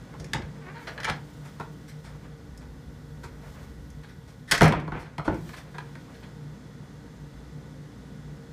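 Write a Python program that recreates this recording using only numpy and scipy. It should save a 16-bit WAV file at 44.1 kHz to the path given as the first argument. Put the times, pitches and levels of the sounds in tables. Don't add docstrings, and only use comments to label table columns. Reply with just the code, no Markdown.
import sys
import numpy as np
from scipy import signal
from scipy.fft import rfft, irfft, next_fast_len
from scipy.io import wavfile
from scipy.ndimage import uniform_filter1d, map_coordinates

SR = 44100
rng = np.random.default_rng(int(sys.argv[2]) if len(sys.argv) > 2 else 0)


def int16_out(signal):
    q = np.round(np.clip(np.atleast_2d(signal).T, -1, 1) * 32767)
    wavfile.write(sys.argv[1], SR, q.astype(np.int16))


def linear_from_db(decibels):
    return 10 ** (np.asarray(decibels, float) / 20)


N = 375902

# t/s, low resonance level/dB, rumble level/dB, air level/dB
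DRONE_LEVELS = [(0.0, -42, -52, -50.5), (0.4, -44, -56, -50), (1.2, -42, -56, -52), (1.8, -48, -57, -52.5),
                (2.65, -47, -49, -52.5), (3.5, -46.5, -45, -52), (4.3, -50, -52, -54),
                (4.55, -50, -60, -54), (5.4, -49, -58, -55), (5.9, -45, -60, -51), (7.0, -46, -58, -51),
                (7.3, -44, -52, -51), (7.8, -47, -56, -51), (8.52, -44, -54, -51)]
# f/Hz, relative density level/dB
RUMBLE_SPECTRUM = [(20, -20), (40, -5), (58, 15), (75, 9), (95, 7), (125, -41)]
# f/Hz, relative density level/dB
AIR_SPECTRUM = [(80, -10), (110, -12), (180, -10), (300, -18.5), (400, -19.5), (600, -26), (2000, -32),
                (2500, -40.5), (3000, -39.5), (3600, -38), (7000, -44.5), (9000, -49), (15000, -58)]
# f/Hz, width/Hz, mean rms level/dB
DUCT_MODES = [(195.3, 32, -56), (250, 26, -56.5), (293.2, 15.4, -60), (461, 25, -60), (528.6, 20, -67.5),
              (921, 10, -74), (3426, 73, -78), (5190, 200, -81.5), (6210, 250, -81.5), (7100, 310, -87)]
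# f/Hz, level/dB before a common lift
MOTOR_LINES = [(59.2, -55), (118.4, -55), (1468, -71), (1938, -74.5)]
# t/s, scuff level/dB, cloth level/dB, both before their flutter
RUBBING_LEVELS = [(0.0, -64, -85), (0.2, -56, -66), (0.33, -66, -85), (0.68, -59, -76), (0.84, -56, -61),
                  (1.03, -47, -66), (1.19, -66, -66), (1.45, -63, -63.5), (1.9, -68, -68), (2.25, -57, -69),
                  (2.4, -70, -100), (3.23, -79, -97), (3.44, -57, -65), (3.6, -57, -62), (3.75, -70, -72),
                  (4.5, -80, -72), (4.88, -70, -90), (5.0, -60, -64), (5.12, -75, -85), (5.35, -66, -61),
                  (5.56, -55, -56), (5.66, -63, -68), (6.2, -64, -68), (6.6, -80, -85)]
# f/Hz, relative density level/dB
SCUFF_SPECTRUM = [(200, -35), (500, -0.5), (1200, -6), (2000, -8.5), (3000, -20), (5000, -75)]
# f/Hz, relative density level/dB
CLOTH_SPECTRUM = [(1500, -31), (3000, 1), (5000, -2.5), (8000, -6), (12000, -13), (15500, -7)]
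# f/Hz, t60/s
HALL_DECAY = [(100, 1), (500, 0.31), (2000, 0.26), (6000, 0.21), (14000, 0.069)]
# t/s, starting thump level/dB, rattle over thump level/dB, thump t60/s
FRAME_BLOWS = [(0.19, -35, -22, .4), (0.338, -29, -14, .45), (1.085, -33, -16, .3),
               (4.613, -15.5, -0.4, .56), (4.92, -38, 1.5, .6), (5.275, -20.5, -13, .36)]
# f/Hz, relative density level/dB
THUMP_SPECTRUM = [(25, -20), (45, -6), (65, 3), (105, 4), (180, -1.5), (300, -6), (500, -9), (900, -25),
                  (2500, -80)]
# f/Hz, relative density level/dB
RATTLE_SPECTRUM = [(150, -14), (500, -0.6), (1200, -5), (2300, -7), (3200, -19), (5000, -36), (12000, -65)]
# t/s, slip rate f/Hz, level/dB
HINGE_SQUEAK = [(.58, 358, -81), (.62, 371.4, -54), (.66, 374, -47), (.7, 393, -42.5), (.73, 430, -61),
                (.77, 485, -45), (.8, 475, -56), (.83, 451, -46), (.86, 457, -76)]
# f/Hz, width/Hz, level/dB
LATCH_MODES = [(1660, 325, 3), (2016, 170, 8), (2130, 360, 4), (2750, 480, 1), (2850, 660, 1),
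               (3545, 950, -2.5), (4020, 310, 0.5), (4500, 480, -5.5)]
# f/Hz, width/Hz, level/dB
SIZZLE_MODES = [(5120, 700, 1.5), (5810, 900, 2.5), (6480, 870, 1), (7730, 1470, -3), (9420, 1400, -3.5),
                (10950, 1330, -5.5), (12900, 2700, -11.5)]
# f/Hz, width/Hz, level/dB
PANEL_MODES = [(292, 73, -5.5), (340, 64, -0.5), (430, 63, 0), (535, 87, -0.5), (700, 78, 0.5),
               (810, 92, 0.5), (935, 128, 3.5), (1110, 112, 1), (1236, 120, 1.5), (1440, 200, 0.4)]
# f/Hz, width/Hz, level/dB
LEAF_MODES = [(46.3, 14, -15.5), (68, 4.7, -7), (112, 12.5, -3.5), (153.7, 11, 5.5), (218, 90, -7.5),
              (253, 12, -6.5)]
# t/s, latch force level/dB, sizzle over latch level/dB, wood over latch level/dB, swell/ms
SLIDE_EVENTS = [(0.1381, -43, -34.5, -1.1, 7.9), (0.7442, -39, -30, -18, 24),
                (0.8759, -28, -9.5, -5.5, 7.8), (1.0744, -25.5, -29, -1.5, 9.6),
                (1.0879, -24, -9, -0.6, 5.8), (1.4501, -47.5, -3, -1.5, 16), (1.8844, -44.5, -2.5, -26, 12),
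                (2.0433, -46, -4, -4, 18), (2.6145, -51, -7, 1.1, 9.8), (3.2365, -40, -5.5, -1.5, 10.6),
                (4.0367, -44, -15, -8.5, 11), (4.0911, -47.5, -9, -19, 11), (4.2794, -53.5, 0, -4, 16),
                (4.4792, -39, -9, -13, 26), (4.533, -25, -14, -1.1, 10), (4.9361, -40, -32, -6, 17),
                (4.9994, -46.5, -6, -1.1, 15), (5.0619, -40, -26, -8, 6.2), (5.251, -38, -10, 1.5, 12),
                (5.5373, -35, -20.5, -9, 7.1), (5.5694, -39.5, -7.5, -13, 12), (5.7468, -39, -21, -3, 7.9),
                (6.1459, -48, -9, -18, 9.7), (6.2322, -41, -19, -8.5, 9)]
# t/s, latch force level/dB, sizzle over latch level/dB, chatter decay/ms
CLICK_EVENTS = [(0.1989, -42, 3, 5.4), (0.244, -41, 3.5, 3.7), (0.3339, -15, -7.5, 3.3),
                (0.4199, -39, -13, 6.8), (0.9783, -25.5, -24, 3.5), (1.0022, -31, -6, 4.2),
                (1.0317, -29, -8, 7), (1.045, -21, -7, 4), (1.0525, -19, -14, 2.2), (2.576, -53.5, 6, 3.5),
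                (3.903, -58.5, 9, 3.1), (4.5121, -14, -6.5, 10), (4.5203, -6, -12, 3.6),
                (4.5483, -23, -10, 9), (4.5782, -24.5, -8, 5.1), (4.6783, -29, -5, 7),
                (4.7984, -36, -19, 5.8)]
# t/s, panel force level/dB,
# latch over panel level/dB, sizzle over latch level/dB, leaf over panel level/dB
KNOCK_EVENTS = [(0.345, -26, 0, -32, -4.5), (1.0984, -27.5, 10, -11, -3), (1.5988, -29, -8, -12, -9),
                (1.6083, -29, -4, -22, -8.5), (4.609, -11.5, 0.6, -17, -2.5), (4.7231, -21, 6, -24, -3),
                (4.7337, -21, -7, -28, -31), (4.8783, -29, -4, -27, -5.5), (4.9199, -26, -3, -29, -6),
                (5.1813, -30, 5, -22, -0.6), (5.1943, -27, -6, -44, -8), (5.2782, -19.5, -10, -21, 1.5),
                (5.3437, -44, 0, -7, 3), (5.4922, -43, 9, -20, -2.2), (5.7827, -33, 6, -20, -33),
                (5.9535, -41, 7, -24, -9)]
FIRST_REBOUND = (4.618, -9, -1.5, -12, -1.5)
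# f/Hz, level/dB
OVERALL_TONE = [(15, -20), (35, 8), (60, -1), (14800, 1.5), (15300, -10), (15600, -22), (17000, -41)]


def unit(x):
    return x / np.sqrt(np.mean(x ** 2) + 1e-20)


def along(points, hz):
    f, value = np.transpose(points)
    return np.interp(np.log(hz + 1), np.log(f + 1), value)


def curves(rows):
    s, *columns = np.transpose(rows)
    return [np.interp(np.arange(N) / SR, s, column) for column in columns]


def wobble(rate):
    knots = rng.standard_normal(int(N * rate / SR) + 4)
    return map_coordinates(knots, [np.arange(N) * rate / SR])


def filtered(x, response):
    m = next_fast_len(N + SR // 2)
    return irfft(rfft(x, m) * response(np.fft.rfftfreq(m, 1 / SR)), m)[:N]


def noise(spectrum):
    white = rng.standard_normal(N)
    return unit(filtered(white, lambda hz: linear_from_db(along(spectrum, hz)) * (hz > spectrum[0][0])))


def resonance(f, modes, scatter_db):
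    total = 0
    for k, (centre, width, db) in enumerate(modes):
        strength = (-1) ** k * linear_from_db(db + scatter_db * rng.standard_normal())
        total = total + strength * 1j * f * width / (centre ** 2 - f ** 2 + 1j * f * width)
    return total


def rung(x, modes):
    return filtered(x, lambda f: resonance(f, modes, scatter_db=0))


def narrow(hz, width):
    mode = [(hz, width, 0)]
    return unit(rung(rung(rng.standard_normal(N), mode), mode))


def ventilation():
    t = np.arange(N) / SR
    boom_db, rumble_db, air_db = curves(DRONE_LEVELS)
    air = linear_from_db(2) * noise(AIR_SPECTRUM)
    ducts = sum(linear_from_db(db - np.mean(air_db)) * narrow(hz, width) for hz, width, db in DUCT_MODES)
    boom = linear_from_db(boom_db) * narrow(hz=148.5, width=15)
    rumble = linear_from_db(rumble_db) * noise(RUMBLE_SPECTRUM)
    hum = np.zeros(N)
    for hz, db in MOTOR_LINES:
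        strength = linear_from_db(db + 3.5 + 0.83 * wobble(1.516))
        hum += strength * np.sin(2 * np.pi * hz * t + 0.27 * wobble(3.14))
    return linear_from_db(air_db) * (air + ducts) + boom + rumble + hum


def rubbing():
    scuff_db, cloth_db = curves(RUBBING_LEVELS)
    scuff = linear_from_db(scuff_db + 4.2 * wobble(25)) * noise(SCUFF_SPECTRUM)
    cloth = linear_from_db(cloth_db + 1.4 * wobble(53)) * noise(CLOTH_SPECTRUM)
    return scuff + cloth


def hall(x):
    wet = np.zeros(N + 2 * SR)
    step = SR // 8
    delay = 130
    for start in range(0, N, step):
        hz, t, z = signal.stft(rng.standard_normal(SR // 2), SR, nperseg=256)
        decay = linear_from_db(-60 * t / along(HALL_DECAY, hz)[:, None])
        tail = signal.istft(z * decay, SR, nperseg=256)[1]
        echo = signal.fftconvolve(x[start:start + step], tail / np.linalg.norm(tail))
        wet[start + delay:][:len(echo)] += echo
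    return wet[:N]


def frame():
    s, db, rattle_db, t60 = np.transpose(FRAME_BLOWS)[:, :, None]
    since = np.maximum(np.arange(N) / SR - s, 0)
    rise = 1 - np.exp(-since / .012)
    thump_shake = linear_from_db(db - 60 * since / t60) * rise
    rattle_shake = linear_from_db(db + rattle_db - 60 * since / (.8 * t60)) * rise
    thump = noise(THUMP_SPECTRUM) + linear_from_db(-3) * narrow(hz=150, width=14)
    rattle = linear_from_db(1.8 * wobble(30)) * noise(RATTLE_SPECTRUM)
    return thump_shake.sum(axis=0) * thump + rattle_shake.sum(axis=0) * rattle


def hinge():
    hz, db = curves(HINGE_SQUEAK)
    cycles = np.floor(np.cumsum(hz * (1 + 0.035 * wobble(60))) / SR)
    slips = np.diff(cycles, prepend=0) * linear_from_db(3.6 * rng.standard_normal(N))
    t = np.arange(N) / SR
    moving = (t > HINGE_SQUEAK[0][0]) & (t < HINGE_SQUEAK[-1][0])
    soft = filtered(slips, lambda f: 1 / (1 + 1j * f / 3000) ** 2)
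    ringing = rung(soft, PANEL_MODES) + 0.8 * rung(soft, LATCH_MODES[:3])
    return unit(ringing) * linear_from_db(db) * moving


def contacts(rebounds=4):
    wood_db, thud_db = -19, -23
    clicks = [(s, db, sizzle, db + wood_db, db + thud_db, ms) for s, db, sizzle, ms in CLICK_EVENTS]
    gap_s, loss_db = .0125, 3
    s, db, *colour = FIRST_REBOUND
    judder = [(s + k * gap_s, db - k * loss_db, *colour) for k in range(rebounds)]
    knock_ms = 3.5
    knocks = [(s, db + steel, sizzle, db, db + thud, knock_ms)
              for s, db, steel, sizzle, thud in KNOCK_EVENTS + judder]
    return clicks + knocks


def chatter(shape, levels_db, crack):
    grains = linear_from_db(3.4 * rng.standard_normal(len(shape)))
    rough = shape * rng.standard_normal((3, len(shape))) * grains
    first = np.arange(len(shape)) == 0
    return (rough + crack * first) * linear_from_db(np.array(levels_db)[:, None])


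def corners(s, sizzle_db):
    opens = 1.3
    return 7000 * linear_from_db(0.33 * sizzle_db), (6300 if s < opens else 18000), 1600, 900


def add(out, s, forces, bodies, corners_hz):
    size = 2 ** 14
    f = np.fft.rfftfreq(size, 1 / SR)
    spectrum = 0
    for force, modes, corner in zip(forces, bodies, corners_hz):
        ring = resonance(f, modes, scatter_db=1.4) / (1 + 1j * f / corner) ** 2
        spectrum = spectrum + rfft(force, size) * ring
    sound = irfft(spectrum)
    out[round(s * SR):][:len(sound)] += sound


def door():
    out = np.zeros(N + SR)
    t = np.arange(SR // 10) / SR
    hit_rings_db, slide_rings_db = (7, 8.5, 19, 25), (1.5, -1.1, 11)
    for s, db, sizzle_db, wood_db, thud_db, ms in contacts():
        fade = (1 - np.exp(-t / 0.0011)) * np.exp(-1000 * t / ms)
        levels_db = np.add([db, db + sizzle_db, wood_db], hit_rings_db[:3])
        latch, sizzle, wood = chatter(fade, levels_db, crack=5.96)
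        contact = ms / 3300
        push = linear_from_db(thud_db + hit_rings_db[3]) * t / contact * np.exp(-t / contact)
        forces = [latch, sizzle, wood + linear_from_db(3) * push, push]
        add(out, s, forces, (LATCH_MODES, SIZZLE_MODES, PANEL_MODES, LEAF_MODES), corners(s, sizzle_db))
    for s, db, sizzle_db, wood_db, ms in SLIDE_EVENTS:
        swell = 1000 * t / ms * np.exp(1 - 1000 * t / ms)
        levels_db = np.add([db, db + sizzle_db, db + wood_db], slide_rings_db)
        forces = chatter(swell, levels_db, crack=0)
        add(out, s - .007, forces, (LATCH_MODES, SIZZLE_MODES, PANEL_MODES), corners(s, sizzle_db))
    return out[:N]


def scene():
    near = door() + hinge()
    upper = filtered(near, lambda hz: (1j * hz / (230 + 1j * hz)) ** 2)
    return (near + linear_from_db(-5.5) * hall(upper) + frame() + rubbing() + ventilation())[None]


def roll_off(x):
    return signal.sosfilt(signal.butter(12, 16480, fs=SR, output="sos"), x)


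def record(dry):
    t = np.arange(N) / SR
    level = np.sqrt(np.abs(uniform_filter1d(dry[0] ** 2, 441)))
    over_db = np.maximum(20 * np.log10(level + 1e-9) + 17, 0) * .3
    release = 8
    held_db = np.maximum.accumulate(over_db + release * t) - release * t
    gain = linear_from_db(-uniform_filter1d(held_db, 220))
    x = filtered(dry[0], lambda hz: linear_from_db(along(OVERALL_TONE, hz)))[None] * gain
    mix = x / (1 + np.abs(x / .76) ** 4) ** (1 / 4)
    return roll_off(mix)


dry = scene()
out = record(dry)
int16_out(out)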